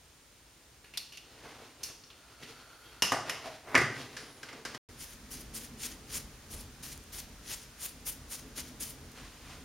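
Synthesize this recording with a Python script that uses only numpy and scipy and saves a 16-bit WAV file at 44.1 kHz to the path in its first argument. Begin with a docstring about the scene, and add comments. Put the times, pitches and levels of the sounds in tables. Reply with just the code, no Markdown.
"""A bristle brush sweeps metal chips off the steel vise of a small lathe in fourteen quick strokes, over a
faint low hum; the tips flick and scrape, loosened chips patter down. Before that, someone rummages beside the
bench: tools clink, things slide and knock, something wooden bangs shut, and then the sound drops out briefly.
Blows are clicks that ring resonances; friction is dense tiny impacts. A small stereo microphone stands close to
the vise."""
import sys
import numpy as np
from scipy import signal
from scipy.fft import rfft, irfft, next_fast_len
from scipy.io import wavfile
from scipy.ndimage import uniform_filter1d

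SR = 44100
rng = np.random.default_rng(int(sys.argv[2]) if len(sys.argv) > 2 else 0)


def pcm_store(signal):
    """Save signal as 16-bit PCM."""
    levels = np.round(np.clip(np.atleast_2d(signal), -1, 1) * 32767)
    wavfile.write(sys.argv[1], SR, levels.astype(np.int16).T)


N = 425124
TIME = np.arange(N) / SR
SILENCE_S = (4.778, 4.888)

# stereo width of diffuse sound, close sound and background hiss: f/Hz, side minus mid/dB
DIFFUSE_WIDTH = [(60, -22.5), (400, -19.5), (1300, -26.5), (2400, -17), (4400, -9), (8000, -5), (15000, 3)]
NEAR_WIDTH = [(500, -25), (2400, -19), (4400, -10.5), (8000, -7.5), (15000, -2.5)]
HISS_WIDTH = [(60, -17), (700, -8.5), (2400, -7), (8000, -2), (15000, 0)]


def undb(db):
    """Decibels to gain."""
    return 10 ** (np.asarray(db) / 20)


def unit(x):
    """Scale to rms 1."""
    return x / np.sqrt(np.mean(x ** 2))


def gain_at(points, hz):
    """Gain from (f/Hz, level/dB) points on a log-frequency axis."""
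    f, db = np.transpose(points)
    return undb(np.interp(np.log(hz + 1), np.log(f), db))


def shape(x, response):
    """Filter by a function of frequency."""
    size = next_fast_len(x.shape[-1] + SR // 10)
    hz = np.fft.rfftfreq(size, 1 / SR)
    return irfft(rfft(x, size) * response(hz), size)[..., :x.shape[-1]]


def colour(x, points):
    """Filter by (f/Hz, level/dB) points; rms 1."""
    return unit(shape(x, lambda hz: gain_at(points, hz)))


def resonate(x, modes, leak=0):
    """Parallel resonances (f/Hz, width/Hz, gain/dB); the share leak bypasses them."""
    return shape(x, lambda hz: leak + sum(undb(db) * 1j * hz * w / (f * f - hz * hz + 1j * hz * w)
                                          for f, w, db in modes))


def stereo(pair, width):
    """Mid and side to left and right: alike in the bass, wider in the treble."""
    side = shape(pair[1], lambda hz: gain_at(width, hz))
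    return np.array([pair[0] + side, pair[0] - side])


def grains(rate_hz, scatter_db):
    """Two trains of tiny uneven impacts at the same random moments."""
    struck = rng.random(N) < rate_hz / SR
    impacts = rng.standard_normal((2, N)) * struck
    return impacts * undb(scatter_db * np.clip(rng.standard_normal(N), -2, 2))


def movement(at_s, run_up_s, held_s, db, t60_s=0.52):
    """Gain of one movement: speeds up, holds, dies away."""
    rise = np.clip((TIME - at_s) / run_up_s + 1, 0, 1) ** 2
    coast_s = np.maximum(TIME - at_s - held_s, 0)
    return undb(db) * rise * 1000 ** (-coast_s / t60_s)


def surges(table):
    """Gain with smooth humps and dips."""
    return undb(sum(db * np.exp(-((TIME - at_s) / half_s) ** 2) for at_s, half_s, db in table))


def waver(rate_hz, depth_db):
    """Randomly wandering gain."""
    hold = int(SR / rate_hz)
    steps = rng.standard_normal(1000)[np.arange(N) // hold % 1000]
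    return undb(depth_db * uniform_filter1d(steps, size=hold))


def room(onset_s=0.002):
    """Stereo impulse response of the small workshop; the treble dies first."""
    decays = [(100, 0.39), (260, 0.53), (700, 0.53), (1840, 0.51), (4850, 0.55), (12800, 0.3)]  # reverberation: f/Hz, T60/s
    t = TIME[:SR]
    noise = rng.standard_normal((2, SR))
    centres = np.log([hz for hz, _ in decays])
    tail = 0
    for (_, t60_s), pick in zip(decays, np.eye(len(centres))):
        band = shape(noise, lambda hz: np.interp(np.log(hz + 1), centres, pick))
        tail += band * 1000 ** (-t / t60_s) / np.sqrt(t60_s)
    tail *= np.clip(t / onset_s - 0.5, 0, 1)
    return stereo(unit(tail) / np.sqrt(SR), DIFFUSE_WIDTH)


def blows(hits, modes, echo, tone_db, rattle, rattle_t60_s, leak, gain_db, main_db, main_q, soft_hz):
    """A click and a short chatter ring an object; the tone falls away either side of its main resonance.
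    hits: t/s, relative level/dB, main f/Hz, fall below/(dB/oct), fall above/(dB/oct), room send/dB"""
    edges_hz = [60, 400, 1400, 3500, 8000, 16000]  # edges of the tone_db bands (thud, body, clack, ring, tick): f/Hz
    bands_hz = list(zip(edges_hz, edges_hz[1:]))
    filters = [signal.butter(3, pair, "band", fs=SR, output="sos") for pair in bands_hz]
    soft_contact = signal.butter(2, soft_hz, fs=SR, output="sos")
    out = np.zeros((2, N + 2 * SR))
    t = TIME[:SR // 4]
    click = 1.0 * (t == 0)
    for at_s, db, main_hz, fall_below, fall_above, room_db in hits:
        octaves = np.log2(bands_hz).mean(axis=1) - np.log2(main_hz)
        bands_db = np.array(tone_db) + octaves * np.where(octaves < 0, fall_below, -fall_above)
        chatter = rattle * rng.standard_normal((2, len(t))) * 1000 ** (-t / rattle_t60_s)
        force = np.array([click + chatter[0], chatter[1], click])  # mid, side, room feed
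        ring = signal.sosfilt(soft_contact, resonate(force, modes, leak))
        # the spot struck favours some modes
        ring = resonate(ring, [(main_hz, main_hz / main_q, main_db)], leak=0.72)
        direct, radiated = 0, 0
        for sos, band_db in zip(filters, bands_db):
            band = signal.sosfilt(sos, ring)
            peak_rms = np.sqrt(uniform_filter1d(band[0] ** 2, size=110).max())
            part = band[:2] * undb(db + band_db + gain_db) / peak_rms
            direct += part
            radiated += unit(band[2]) * np.std(part[0])  # clean ring, energy of the whole blow
        sound = undb(room_db) * signal.fftconvolve(radiated[None], echo, axes=1)
        sound[:, :len(t)] += stereo(direct, NEAR_WIDTH)
        start = int(at_s * SR)
        out[:, start:start + sound.shape[1]] += sound
    return out[:, :N]


def shop_hiss(level_db=-60):
    """Steady noise of the quiet shop."""
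    spectrum = [(18, -36.5), (32, -9.5), (56, 6), (85, -2.5), (130, -3.5), (190, -9.5), (290, -6.5),
                (640, -12), (1600, -13.5), (6500, -16.5), (9200, -17), (10500, -24), (15500, -26.5)]  # noise floor: f/Hz, relative level/dB
    return stereo(colour(rng.standard_normal((2, N)), spectrum), HISS_WIDTH) * undb(level_db)


def electric_ticks(rate_hz=46.875, share=0.65):
    """Faint one-sided electrical ticks on a steady beat, many skipped."""
    beats = (np.arange(int(N / SR * rate_hz)) * SR / rate_hz).astype(int)
    chance, size = rng.random((len(beats), 2)).T
    ticks = np.zeros(N)
    ticks[beats] = 0.0034 * (chance < share) * (1 + 0.5 * size)
    return ticks


def tool_clinks(echo):
    """Steel tools touch, chatter and ring."""
    hits = [(0.843, -53, 1700, 7, 4, 4), (0.937, -46.5, 2300, 7.5, 6, 5), (0.973, -28, 3960, 9.5, 4, -5.5),
            (1.121, -47, 3040, 8.5, 6.5, 7.5), (1.172, -40, 2940, 15, 5.5, -5.5),
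            (1.832, -33, 5960, 8.5, 5, 5.5), (1.835, -30, 5900, 15, 10, -10), (2.037, -49, 5370, 5, 18, 1),
            (2.102, -46.5, 3380, 6.5, 13, 1)]  # contacts: columns as in blows()
    modes = [(2050, 180, -39), (2840, 390, -8), (3600, 180, -10), (4340, 150, 1), (4650, 91, 3.5),
             (5010, 100, 3), (5460, 170, 5), (5780, 150, -1), (6160, 450, -6), (7000, 520, -24),
             (8800, 220, -9), (10400, 300, -13), (10900, 400, -15)]  # steel resonances: f/Hz, width/Hz, gain/dB
    return blows(hits, modes, echo, tone_db=[13.5, 1, 0.5, -1, -2], rattle=0.85, rattle_t60_s=0.045,
                 leak=0.17, gain_db=0, main_db=4, main_q=3.9, soft_hz=14000)


def dragging(slips):
    """Things pushed over the wooden bench: dense slips make a rub, a hollow rumble and a dry hiss."""
    pushes = [(1.38, 0.38, 0.54, -62, -62, -64), (1.45, 0.059, 0.065, -56, -64.5, -65.5),
              (2.3, 0.35, .71, -64, -67, -66), (2.435, .015, 0.014, -74, -56, -56.5),
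              (3.29, 0.058, 0.013, -38, -47, -44.5), (3.47, 0.076, 0.06, -53, -61, -56),
              (3.69, 0.077, 0.06, -45.5, -50, -61), (3.976, 0.089, 0.0084, -53, -50, -50),
              (4.15, 0.6, 0.57, -60.5, -58, -64.5), (4.5, 0.14, 0.025, -63, -72, -73),
              (4.755, 0.023, 0.018, -58, -61, -67)]  # full speed t/s, run-up/s, held/s, relative rub/dB, rumble/dB, hiss/dB
    # friction spectra: f/Hz, relative level/dB
    rub = [(300, -11.5), (520, -1.5), (660, 4.5), (820, 2), (1050, 1), (1400, -0.5), (2200, -4.5),
           (4000, -51)]
    rumble = [(60, -20.5), (115, 7.5), (150, 3), (190, -11), (250, 5.5), (350, -0.5), (470, 3),
              (650, -30.5)]
    hiss = [(1200, -28.5), (2600, 3), (4500, -0.5), (6000, -4), (7500, -9), (10000, -12.5), (12500, -22.5),
            (15500, -29.5)]
    out = 0
    for layer, (spectrum, gain_db) in enumerate([(rub, -1), (rumble, -2), (hiss, 1)]):
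        motion = sum(movement(at_s, run_up_s, held_s, levels_db[layer])
                     for at_s, run_up_s, held_s, *levels_db in pushes)
        out += undb(gain_db) * colour(slips, spectrum) * motion
    return out


def light_taps(echo):
    """Light things ring briefly as they are picked up and set down."""
    hits = [(1.455, -51, 721, 2.2, 5, -3), (1.619, -46.5, 645, 7.8, 13, -7),
            (4.166, -43, 1720, 5.8, 3.7, 5), (4.43, -40, 1570, 9.9, 4.5, -.7),
            (4.487, -45.5, 2100, 5.9, 9.3, 2.5), (4.529, -46, 2010, 1.1, 5.3, -4),
            (4.651, -38, 1620, 2.3, 2, 0.5), (4.746, -39.5, 1900, 1.5, 5.2, -9)]  # contacts: columns as in blows()
    modes = [(247, 24, 27), (430, 57, 6), (1020, 370, -2.5), (1560, 25, 1), (1910, 56, -9.5),
             (2030, 150, -18), (3080, 350, -16), (5050, 1350, 3)]  # object resonances: f/Hz, width/Hz, gain/dB
    return blows(hits, modes, echo, tone_db=[-1.3, -1.6, -0.39, 3.4, -2.6], rattle=0.29,
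                 rattle_t60_s=0.066, leak=0.29, gain_db=1.5, main_db=-4, main_q=8.6, soft_hz=9000)


def metal_runner():
    """A metal runner sings faintly as it slides."""
    modes = [(1385, 120, 5.5), (4400, 72, -0.5), (10900, 500, -16)]  # runner resonances: f/Hz, width/Hz, gain/dB
    slide = (2.5, 0.7, 0.6, -60)  # t/s, run-up/s, held/s, level/dB
    return unit(resonate(rng.standard_normal((2, N)), modes)) * movement(*slide)


def wood_knocks(echo):
    """Wood knocks and bangs shut, with little chatter."""
    hits = [(2.426, -44.5, 2890, 6, 14, 2), (3.12, -17, 833, 6.6, 4.8, .8), (3.745, -13.5, 1550, 5, 14, -3),
            (3.752, -8.5, 2050, 5.3, 9.6, -1), (3.777, -19.5, 2000, 1.9, 5.9, 1),
            (3.814, -26, 1600, 0.6, 5.7, -1.2)]  # contacts: columns as in blows()
    modes = [(116.8, 3.5, 0.5), (142, 15, 1.5), (268, 23, -6), (283, 14, -4.5), (359, 15, -2),
             (386, 4.6, 2.5), (664, 310, -1), (790, 35, -4.5), (1140, 230, -4.5), (1230, 26, 3),
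             (1570, 110, 3), (1750, 110, 5.5), (1864, 63, 6), (1950, 68, 14.5), (2104, 33, 10),
             (2293, 41, -21), (4770, 570, -5.5), (5700, 950, -11)]  # wood resonances: f/Hz, width/Hz, gain/dB
    return blows(hits, modes, echo, tone_db=[1, 0, -1, 0.5, 1], rattle=0.12, rattle_t60_s=0.055,
                 leak=0.1, gain_db=-1.5, main_db=2, main_q=1.7, soft_hz=7050)


def squeaks(slips):
    """Rubbing surfaces squeak: their slips ring one narrow resonance per squeak."""
    rubs = [(2.85, .05, .02, -62, 3240, 70), (2.84, .12, .03, -71, 11300, 500),
            (3.46, .03, .025, -46, 650, 60), (4.2, .1, .17, -67, 10000, 700)]  # t/s, run-up/s, held/s, level/dB, f/Hz, width/Hz
    out = 0
    for at_s, run_up_s, held_s, db, hz, width_hz in rubs:
        ring = signal.lfilter(*signal.iirpeak(hz, hz / width_hz, fs=SR), slips)
        out += unit(ring) * movement(at_s, run_up_s, held_s, db, t60_s=0.4)
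    return out


def catch_snaps(echo):
    """A metal catch snaps and rings."""
    hits = [(3.022, -16.5, 2850, 4.16, 4.2, -0.73), (3.296, -26, 2050, 7, 4.5, -1.8)]  # contacts: columns as in blows()
    modes = [(1090, 240, -15), (1900, 190, -8.5), (2850, 330, -10), (3010, 140, -14.5), (5270, 260, 8),
             (5500, 180, -7), (5960, 260, 2), (6160, 1100, -11.5), (9120, 200, -12.5), (10800, 780, -6)]  # catch resonances: f/Hz, width/Hz, gain/dB
    return blows(hits, modes, echo, tone_db=[0.5, -1.4, -1.8, 2.3, -1], rattle=0.2, rattle_t60_s=0.046,
                 leak=0.24, gain_db=-0.5, main_db=-0.5, main_q=13, soft_hz=9500)


def room_hum(hum_db=-55.5, drone_db=-60.5, air_db=-59):
    """From the silence on, a wavering hum fills the room's low resonances, with a rush of air."""
    # room resonances: f/Hz, width/Hz, gain/dB
    hum_modes = [(45.4, 3.4, 8.5), (58.6, 13, 4), (77.8, 9.2, 2.5), (124.4, 13.6, 0.5), (143, 1.7, -16)]
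    drone_modes = [(190, 20, -34), (222, 4.9, 8), (248.4, 27, 9), (296, 21, -2.5), (325, 12, -5),
                   (423.5, 11.7, 2.5)]
    # level changes: centre t/s, half length/s, rise/dB
    hum_swells = [(5.28, 0.054, -1), (6.55, 0.87, 3.5)]
    drone_swells = [(5.8, 0.43, 5.8), (8.62, 0.33, 6.3)]
    air_spectrum = [(40, -17), (200, -15), (450, -1.5), (700, -5.5), (1500, -1.5), (3000, -6), (6000, -6.5),
                    (9500, -11), (15500, -18.5)]  # shop air: f/Hz, relative level/dB
    hum = undb(hum_db) * surges(hum_swells) * unit(resonate(rng.standard_normal((2, N)), hum_modes))
    drone = unit(resonate(rng.standard_normal((2, N)), drone_modes))
    drone *= undb(drone_db) * surges(drone_swells)
    air = undb(air_db) * colour(rng.standard_normal((2, N)), air_spectrum)
    low = (hum + drone) * waver(rate_hz=10, depth_db=2.5)
    return (stereo(low, DIFFUSE_WIDTH) + stereo(air, HISS_WIDTH)) * (TIME > SILENCE_S[0])


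def bristle_pressure(strokes, slide_s=0.03):
    """Bristles load up, slide over the vise edge and spring free; the last ones flick after."""
    pressure = np.zeros(N)
    for at_s, db, load_s, lag_s, flick_db, _ in strokes:
        free_s = at_s + slide_s
        flick_s = free_s + lag_s
        knots_s = [at_s - load_s, at_s - 0.5 * load_s, at_s, free_s, free_s + 0.01,
                   free_s + max(lag_s - 0.015, 0.013), flick_s, flick_s + 0.01, flick_s + 0.054]
        knots_db = [-30, -11, -0.5, 0, -4 + 0.5 * flick_db,
                    flick_db - 3.5, flick_db, flick_db - 7, flick_db - 22]
        pressure += undb(db + np.interp(TIME, knots_s, knots_db, left=-np.inf, right=-np.inf))
    return pressure


def tufts(hiss):
    """Tufts catch and slip on their own, so each band of the hiss flickers separately."""
    edges_hz = [2600, 3600, 4800, 6500, 9000, 11500]  # band edges: f/Hz
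    out = 0
    for low_hz, high_hz in zip([0, *edges_hz], [*edges_hz, SR]):
        band = shape(hiss, lambda hz: (hz >= low_hz) & (hz < high_hz))
        out += band * waver(rate_hz=45, depth_db=2.2)
    return unit(out)


def brush(echo, bristle_db=1, scrape_db=-44, chip_db=-21, settle_s=0.37, room_db=-14, pan_db=0.7):
    """Thousands of bristle tips flick over the vise; loosened chips patter down after each stroke."""
    strokes = [(5.014, -47, 0.05, 0.091, -7.5, 0.5), (5.318, -45, 0.023, .063, -4, -2),
               (5.551, -42.5, 0.023, 0.067, -5.5, -1.5), (5.835, -39.5, 0.063, .056, -10.5, 1.5),
               (6.148, -38, .078, 0.025, -11, 1.5), (6.514, -46.5, 0.025, 0.067, -3, -2),
               (6.832, -45.5, 0.01, 0.068, -1.5, -1), (7.131, -46, .014, 0.038, 2.5, 1.5),
               (7.515, -41, 0.086, 0.085, -13.5, 2.5), (7.832, -39.5, 0.058, 0.031, -9.5, -1.5),
               (8.068, -37, 0.022, 0.029, -9.5, -6), (8.322, -41, 0.041, .042, -9, -1.5),
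               (8.576, -41, 0.026, 0.081, -14.5, 3), (8.807, -39, 0.013, 0.068, -6, -2.5)]  # t/s, relative level/dB, loading/s, flick lag/s, flick/dB, scrape/dB
    # brush spectra: f/Hz, relative level/dB
    tip_spectrum = [(2000, -11.5), (4500, -4.5), (6500, 0.5), (8500, 1), (9500, 3.5), (12000, -1.5),
                    (15500, -6)]
    scrape_spectrum = [(300, -2.5), (700, -10), (1500, -5), (2000, -2.5), (2700, -2.5), (3100, -0.5),
                       (3700, -3.5), (5500, -0.5), (7000, -4), (11000, -45)]
    pressure = bristle_pressure(strokes)
    bristles = tufts(colour(grains(rate_hz=24000, scatter_db=0), tip_spectrum)) * pressure
    scrape = colour(grains(rate_hz=7000, scatter_db=4.5), scrape_spectrum)
    scrape *= (pressure / pressure.max()) ** 0.67  # grows less than the hiss: fast strokes are brighter
    starts_s, *_, bearing_db = np.transpose(strokes)
    scrape *= undb(np.interp(TIME, starts_s, bearing_db))
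    pole = np.exp(-1 / (settle_s * SR))
    falling = signal.lfilter([1 - pole], [1, -pole], pressure)
    chips = colour(grains(rate_hz=20, scatter_db=19), tip_spectrum) * falling
    pair = undb(bristle_db) * bristles + undb(scrape_db) * scrape + undb(chip_db) * chips
    direct = stereo(pair, NEAR_WIDTH) * undb([[pan_db], [-pan_db]])
    return direct + undb(room_db) * signal.fftconvolve(pair[:1], echo, axes=1)[:, :N]


def rustles(slips):
    """Dense slips swell into soft rustles after the last stroke."""
    moves = [(9.22, 0.21, 0.095, -55), (9.46, .16, 0.19, -56)]  # t/s, run-up/s, held/s, level/dB
    spectrum = [(250, -9), (700, -1), (1500, -0.5), (3000, -2.5), (5500, -7.5), (9000, -12.5), (15500, -27)]  # rustle: f/Hz, relative level/dB
    return colour(slips, spectrum) * sum(movement(*row) for row in moves)


def scene():
    """Rummaging, then sweeping, in one room."""
    echo = room()
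    impacts = tool_clinks(echo) + catch_snaps(echo) + wood_knocks(echo) + light_taps(echo)
    slips = grains(rate_hz=14000, scatter_db=2)
    singing = metal_runner() + squeaks(slips)
    rubbing = (dragging(slips) + rustles(slips)) * waver(rate_hz=25, depth_db=2.9)
    friction = stereo(rubbing + singing, DIFFUSE_WIDTH)
    return impacts + friction + brush(echo) + shop_hiss() + room_hum() + electric_ticks()


def record(dry):
    """The microphone has a narrow treble notch; the sound drops out briefly; the top is cut."""
    notch_hz, notch_q, top_hz = 7850, 18, 15800
    notched = signal.lfilter(*signal.iirnotch(notch_hz, notch_q, fs=SR), dry)
    live = (TIME < SILENCE_S[0]) | (TIME > SILENCE_S[1])
    return signal.sosfilt(signal.ellip(10, 0.2, 80, top_hz, fs=SR, output="sos"), notched * live)


dry = scene()
out = record(dry)
pcm_store(out)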